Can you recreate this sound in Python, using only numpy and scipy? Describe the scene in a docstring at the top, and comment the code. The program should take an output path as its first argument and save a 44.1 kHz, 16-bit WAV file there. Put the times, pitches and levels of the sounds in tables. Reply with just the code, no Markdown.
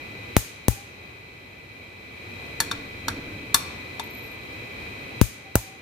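"""An open workshop: a click-type torque wrench tightens cylinder head bolts while a fan drones and whines.
At the set torque the pawl snaps over and back: a noise crack, a jolt through the microphone stand, a room echo.
Faint sine tones come and go by two of the snaps. Between bolts the loaded bar rumbles as ringing noise, socket
and ratchet knock as struck steel modes over clatter, and the ratchet squeaks in gliding near-sines.
The recorder turns its gain down after heavy bass, holds, then climbs back."""
import sys
import numpy as np
from scipy import signal
from scipy.fft import rfft, irfft, next_fast_len
from scipy.io import wavfile
from scipy.ndimage import uniform_filter1d

SR = 44100
rng = np.random.default_rng(int(sys.argv[2]) if len(sys.argv) > 2 else 0)


def wrap_up_sound(samples):
    """Save the sound to the file named by the first command line argument, as 16-bit audio."""
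    columns = np.atleast_2d(samples).T
    # keep every value between -1 and 1, then stretch to whole-number steps
    tamed = np.clip(columns, -1, 1)
    steps = np.round(tamed * 32767).astype(np.int16)
    wavfile.write(sys.argv[1], SR, steps)


N = 256353

# fan drone spectrum: f/Hz, density level/dB
FAN_SPECTRUM = [(25, -51), (45, -9.5), (75, 0), (104, 4), (160, -4.5), (250, -3), (455, -3.5), (658, -9.5),
                (1790, -13), (2810, -15), (5580, -26), (9500, -33.5), (15400, -35.5), (15600, -72)]
# fan housing resonances: f/Hz, width/Hz, lift/dB
HOUSING_PEAKS = [(2401, 422, 15.5), (3192, 97, 8.5), (3994, 420, 11), (12600, 2700, 3.5)]
# how alike the fan is on both sides: f/Hz, left-right likeness (-1 to 1)
LIKENESS = [(60, 1), (130, 0.91), (290, 0.82), (640, 0.22), (1410, -0.43), (3100, 0.26), (6820, -0.12),
            (15000, 0.048)]
# motor line on left and right, before a common 3.5 dB lift: level/dB
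WHINE_DB = [-47, -63]
FAN_DB, WHINE_HZ = -38, 2000.6

# pawl snaps: t/s, crack level/dB, crack fullness below 4 kHz/dB, echo level/dB,
# left jolt level/dB, right jolt level/dB, push length/s
SNAPS = [(.3660, -6.5, 0.5, 8, 1.5, -11.5, 0.0013), (0.6828, -3, -2.5, 5, 7, -6.5, 0.001),
         (5.2141, -10, -7.5, 5.5, 8, -15, 0.00168), (5.5548, 0.5, 2.5, 4.5, 1, -0.5, 0.0011)]
# crack spectrum: f/Hz, density level/dB
CRACK_SPECTRUM = [(450, 3), (800, 16), (1500, 2), (2770, -2.5), (4750, -16), (6300, 2), (12000, 5.5),
                  (16200, 4)]
# spectrum of the snap sent into the room: f/Hz, density level/dB
ECHO_SPECTRUM = [(700, -8.5), (1000, -9), (1640, -7), (2500, -6), (4000, -6), (5500, -4.5), (6500, 0.5),
                 (7500, -3), (11000, -0.5), (15300, 0.5), (15800, -28)]
# stand modes rocked by the jolt: f/Hz, level/dB, t60/s, signed size
STAND_MODES = [(55, -4, 0.11, -0.53), (110.7, -9, 0.12, 0.83), (180, 8, 0.0094, 0.75),
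               (820, -17, 0.015, -0.52)]
CRACK_T60_S, RATTLE_DB, RATTLE_T60_S = 0.011, -28.5, 0.15
FRONT_PRESSURE = 0.6
CRACK_SHARED, CRACK_LEFT_LAG_S = 0.63, 0.00005  # power common to both sides; it reaches the left later
PUSH_T60_S = 0.006

# decay of the room: f/Hz, t60/s
ROOM_T60 = [(500, 0.76), (2000, 1), (5000, 0.61), (9000, 0.39), (15000, 0.24)]

# low tone that comes and goes: t/s, length/s, from f/Hz, to f/Hz, arch/Hz, level/dB
FAINT_TONES = [(0.693, 0.17, 800, 815, 0, -50), (5.433, 0.095, 775, 770, 0, -49.5),
               (5.57, 0.21, 774, 778, 0, -50)]
TONE_FADE_S = 0.02  # the squeaks use it too

# bar under load: t/s, level/dB
RUMBLE_LEVEL = [(2.5, -52), (2.7, -41.5), (2.9, -47.5), (3.02, -48), (3.1, -35.5), (3.27, -40), (3.48, -44),
                (3.6, -42.5), (3.8, -56)]
# bar and block modes: f/Hz, nominal width/Hz, level/dB
RUMBLE_MODES = [(109, 8.6, -4), (204, 170, -6.5), (289, 32, -5.5), (304, 130, -7.5), (449, 61, -12)]

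# socket and ratchet knocks: t/s, level/dB, treble slope/(dB per octave), strongest low ring f/Hz, its lift/dB,
# strongest high ring f/Hz, contact/s, left-right level/dB, share of free ring time left by the gripping hand
KNOCKS = [(2.603, -27, 1.5, 1720, 7.5, 4320, 0.0036, 2, 1),
          (2.713, -32.5, -5, 1320, 9, 3650, 0.0049, 2, 0.83),
          (3.082, -30.5, -2, 1460, 13, 4340, 0.0045, 0.5, 0.62),
          (3.544, -22, 3.5, 1150, 8.5, 3600, 0.00443, 3, 0.79),
          (3.996, -35.5, -5, 950, 10.5, 3530, 0.0046, 4.4, 0.49)]
# colour common to all knocks: f/Hz, level/dB
KNOCK_COLOUR = [(600, -10), (920, -3), (1170, -4), (1600, -0.5), (2400, -5.5), (3000, -2), (3600, 2),
                (4600, -0.5), (7700, -0.3), (11500, 1.5), (15200, -5), (16000, -29)]
# modes of socket, bar and head casting: f/Hz, relative level/dB, free t60/s
STEEL_MODES = [(917, 3, 0.11), (1134, 0, 0.077), (1380, -5, 0.13), (1620, -5, 0.1), (1730, -0.5, 0.082),
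               (2360, -23, 0.018), (3350, -9, 0.21), (3600, 4.5, 0.048), (3740, 0, 0.028),
               (4360, 9.5, 0.045), (4750, 7, 0.029), (5460, 13.5, 0.026), (5710, 12, 0.025),
               (6390, 6, 0.035), (7040, 11, 0.017), (7650, 4.5, 0.038), (7900, 1, .04), (9310, 0.5, 0.028),
               (10980, 8, 0.023), (12600, 8.5, 0.018)]
SLOPE_FROM_HZ = 3600
# the struck spot lifts the modes near its strongest rings
HIGH_LIFT_DB, LOW_LIFT_OCTAVES, HIGH_LIFT_OCTAVES = 7, 0.33, 0.078
CLATTER_DB, CLATTER_T60_S = 11.5, 0.14  # the countless close modes of the casting
KNOCK_ROOM_DB, TREBLE_LEFT_DB = -16.5, 1.5

# ratchet swung back, a broken squeak: t/s, length/s, from f/Hz, to f/Hz, arch/Hz, level/dB
SQUEAKS = [(4.03, .055, 13100, 12950, 50, -55), (4.09, .065, 13000, 13550, 0, -57),
           (4.125, .09, 13050, 12750, 200, -53), (4.205, .09, 12800, 12200, 500, -57),
           (4.295, .06, 12200, 12200, 220, -60), (4.42, .055, 13450, 13150, 0, -66)]

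MIC_CUT_HZ, CUTOFF_HZ = 15, 16500
DUCK_AT_DB, DUCK_DB, DUCK_ATTACK_S = -14, 6, 0.0093
DUCK_HOLD_S, DUCK_RELEASE_DB_S = 1.175, 10


def from_db(db):
    """Decibels to gain."""
    return 10 ** (np.asarray(db) / 20)


def rms_one(x):
    """Scales a sound to rms 1."""
    return x / np.sqrt(np.mean(x ** 2) + 1e-20)


def at_hz(points, hz):
    """Reads an (f/Hz, value) table on a log-frequency axis."""
    table = np.array(points)
    return np.interp(np.log(np.maximum(hz, 1)), np.log(table[:, 0]), table[:, 1])


def drift(rate):
    """Slow random wander of spread about 1, with a new target rate times a second."""
    knots = rng.standard_normal(1500)
    return np.interp(np.arange(N) / SR * rate, np.arange(1500), knots) * 1.2


def coloured(noise, db_at):
    """Shapes a spectrum by a rule that gives dB over Hz."""
    size = noise.shape[-1]
    gain = from_db(db_at(np.fft.rfftfreq(size, 1 / SR)))
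    return irfft(rfft(noise) * gain, size)


def add(out, s, sound):
    """Mixes a sound in at time s."""
    i = round(s * SR)
    out[..., i:i + sound.shape[-1]] += sound[..., :N - i]


def fan():
    """Air noise through the housing resonances, alike on both sides only in the bass, and the motor line."""
    size = next_fast_len(N)
    hz = np.fft.rfftfreq(size, 1 / SR)
    housing_db = sum(db / (1 + (2 * (hz - top) / width) ** 4) for top, width, db in HOUSING_PEAKS)
    gain = from_db(at_hz(FAN_SPECTRUM, hz) + housing_db)
    mid, side = rfft(rng.standard_normal((2, size))) * gain
    # the mid/side balance sets how alike left and right are
    alike = np.clip(at_hz(LIKENESS, hz), -1, 1)
    stereo = np.sqrt(1 + alike) * mid + np.sqrt(1 - alike) * side * [[1], [-1]]
    air = rms_one(irfft(stereo, size)[:, :N])
    whine = np.sin(2 * np.pi * WHINE_HZ * np.arange(N) / SR) * from_db(3.5 + 0.5 * drift(5.77))
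    return from_db(FAN_DB + 0.5 * drift(6.6)) * air + from_db(WHINE_DB)[:, None] * whine


def room(x):
    """Diffuse tail: noise dying band by band, its own for each side."""
    t, tail = np.arange(SR // 2) / SR, 0
    onset = np.clip((t - 0.003) / 0.0019, 0, 1)
    for low in 150 * 2 ** np.arange(0, 6.6, 0.5):
        band = signal.butter(2, [low, low * np.sqrt(2)], "band", fs=SR, output="sos")
        fade = from_db(-60 * t / at_hz(ROOM_T60, low * 2 ** 0.2)) * onset
        tail = tail + signal.sosfilt(band, rng.standard_normal((2, len(t)))) * fade
    tail = tail / np.sqrt(np.sum(tail ** 2) / 2)
    return signal.fftconvolve(x, tail, axes=1)[:, :N]


def snap_crack(t, crack_db, full_db):
    """Coloured noise behind a first pressure front, dying fast over a fainter, longer rattle."""
    both, own = rng.standard_normal(len(t)), rng.standard_normal((2, len(t)))
    lagged = np.roll(both, round(CRACK_LEFT_LAG_S * SR))
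    noise = np.sqrt(CRACK_SHARED) * np.array([lagged, both]) + np.sqrt(1 - CRACK_SHARED) * own

    def colour(hz):
        return at_hz(CRACK_SPECTRUM, hz) + at_hz([(3200, full_db), (4800, 0)], hz)

    burst = from_db(crack_db) * coloured(noise, colour)
    burst[:, :4] = FRONT_PRESSURE
    decay = from_db(-60 * t / CRACK_T60_S) + from_db(RATTLE_DB - 60 * t / RATTLE_T60_S)
    return burst * decay * from_db([[1], [-1]])


def stand_jolt(t, left_db, right_db, length):
    """A quick push through the stand, then slow rocking in its damped modes."""
    push = -np.sin(np.pi * t / length) * from_db(5.5 - 60 * t / PUSH_T60_S)
    late = np.maximum(t - length, 0)
    rock = sum(sign * np.sin(2 * np.pi * hz * late) * from_db(db - 60 * late / t60)
               for hz, db, t60, sign in STAND_MODES)
    return push * from_db([[left_db], [right_db + 1]]) + rock * from_db([[left_db], [right_db]])


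def snaps():
    """Each pawl snap cracks through the air, jolts the stand and sends a coloured click into the room."""
    crack, jolt, to_room = np.zeros((3, 2, N))
    t = np.arange(SR // 4) / SR
    lead = 200  # samples of space ahead of the click for its symmetric filter
    click = coloured(np.roll(t == 0, lead) * 1.0, lambda hz: at_hz(ECHO_SPECTRUM, hz))
    click = np.outer([1, 1], click / np.sqrt(np.sum(click ** 2)))
    for s, crack_db, full_db, echo_db, left_db, right_db, length in SNAPS:
        add(crack, s, snap_crack(t, crack_db, full_db))
        add(to_room, s - lead / SR, click * from_db(echo_db))
        add(jolt, s, stand_jolt(t, left_db, right_db, length))
    # the shaken capsule runs out of travel
    return crack + 1.1 * np.tanh(jolt / 1.1) + room(to_room)


def wavering(row, waver_hz, flutter_db, rate):
    """A near sine that glides over an arch, with unsteady pitch and level."""
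    s, length, from_hz, to_hz, arch_hz, db = row
    along = np.clip((np.arange(N) / SR - s) / length, 0, 1)
    glide = from_hz + (to_hz - from_hz) * along + arch_hz * np.sin(np.pi * along)
    hz = glide + waver_hz * drift(rate)
    edge = np.clip(np.minimum(along, 1 - along) * length / TONE_FADE_S, 0, 1)
    level = np.sqrt(2) * edge * from_db(db + flutter_db * drift(rate))
    return level * np.sin(2 * np.pi * np.cumsum(hz) / SR)


def faint_tones():
    """A low tone comes and goes, nearly steady in pitch with a fluttering level."""
    return sum(wavering(row, waver_hz=18, flutter_db=3.5, rate=60) for row in FAINT_TONES)


def ring(x, hz, t60):
    """Two-pole resonator: a unit click sets a sine of height 1 ringing."""
    r, w = from_db(-60 / (t60 * SR)), 2 * np.pi * hz / SR
    return signal.lfilter([0, np.sin(w)], [1, -2 * r * np.cos(w), r * r], x + 1e-18)


def rumble():
    """Low shudders of the bar and block while the bolt turns: noise through their modes."""
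    noise = rng.standard_normal(N)
    body = sum(from_db(db) * rms_one(ring(noise, hz, 2.8 / width)) for hz, width, db in RUMBLE_MODES)
    t = np.arange(N) / SR
    s, level_db = np.transpose(RUMBLE_LEVEL)
    edge = np.clip(np.minimum(t - s[0], s[-1] - t) / 0.023, 0, 1)  # silent outside the rows
    return edge * from_db(np.interp(t, s, level_db)) * rms_one(body)


def knock(t, level_db, slope_db, low_hz, low_db, high_hz, contact, free):
    """Within a few milliseconds of contact every mode is struck, over a dense clatter that dies fast."""
    def octaves(hz, from_hz):
        return np.log2(np.maximum(hz, 1) / from_hz)

    def colour(hz):
        low_lift_db = low_db * np.exp(-(octaves(hz, low_hz) / LOW_LIFT_OCTAVES) ** 2)
        high_lift_db = HIGH_LIFT_DB * np.exp(-(octaves(hz, high_hz) / HIGH_LIFT_OCTAVES) ** 2)
        treble_db = slope_db * np.maximum(octaves(hz, SLOPE_FROM_HZ), 0)
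        return level_db + at_hz(KNOCK_COLOUR, hz) + treble_db + low_lift_db + high_lift_db

    def clatter_colour(hz):
        return colour(hz) - 10 * np.log10(np.maximum(hz, 300) / 3000)  # bands widen upward

    after = np.maximum(t - contact / 2, 0)
    decay = from_db(-60 * after / 0.025) + 0.37 * from_db(-60 * after / CLATTER_T60_S)
    swell = np.clip(2 * t / contact, 0, 1) * decay
    sound = from_db(CLATTER_DB) * swell * coloured(rng.standard_normal((2, len(t))), clatter_colour)
    for hz, db, t60 in STEEL_MODES:
        spread_db = rng.normal(0, 2)
        struck = np.maximum(t - contact * rng.random() ** 2, 0)
        phase = 0.37 * rng.normal(0, 1, (2, 1))
        body = np.sin(2 * np.pi * hz * struck + phase) * np.clip(struck / 0.0018, 0, 1)
        sound = sound + body * from_db(db - 2.5 + colour(hz) + spread_db - 60 * struck / (free * t60))
    sound[0] = coloured(sound[0], lambda hz: at_hz([(5000, 0), (8000, TREBLE_LEFT_DB)], hz))
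    return sound


def knocks():
    """Socket and ratchet knock on metal, each placed left to right, with a little room behind."""
    out, t = np.zeros((2, N)), np.arange(SR // 8) / SR
    for s, level_db, slope_db, low_hz, low_db, high_hz, contact, pan_db, free in KNOCKS:
        sound = knock(t, level_db, slope_db, low_hz, low_db, high_hz, contact, free)
        add(out, s - 0.001, sound * from_db(pan_db * np.array([[0.5], [-0.5]])))
    return out + from_db(KNOCK_ROOM_DB) * room(out)


def squeaks():
    """The ratchet swung back: a broken high squeak, gliding and fluttering fast."""
    return sum(wavering(row, waver_hz=30, flutter_db=5, rate=200) for row in SQUEAKS)


def scene():
    """Fan, wrench and the faint tones together."""
    return fan() + snaps() + faint_tones() + rumble() + knocks() + squeaks()


def record(dry):
    """Gain drops after a heavy bass overload, holds, and climbs back; peaks clip; the top is cut."""
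    t = np.arange(N) / SR
    dry = signal.sosfilt(signal.butter(1, MIC_CUT_HZ, "high", fs=SR, output="sos"), dry)
    # the left side's bass power over the last 400 samples triggers the gain
    bass = signal.sosfilt(signal.butter(2, 400, fs=SR, output="sos"), dry[0])
    loud = uniform_filter1d(bass ** 2, size=400, origin=199) > from_db(2 * DUCK_AT_DB)
    since = t - np.maximum.accumulate(np.where(loud, t, -99))
    release_db = DUCK_RELEASE_DB_S * np.maximum(since - DUCK_HOLD_S, 0)
    duck_db = np.clip(DUCK_DB - release_db, 0, DUCK_DB)
    r = np.exp(-1 / (DUCK_ATTACK_S * SR))
    smooth_db = signal.lfilter([1 - r], [1, -r], duck_db)
    wet = np.clip(dry * from_db(-smooth_db), -0.97, 0.97)
    return signal.sosfilt(signal.cheby2(16, 60, CUTOFF_HZ, fs=SR, output="sos"), wet)


dry = scene()
out = record(dry)
wrap_up_sound(out)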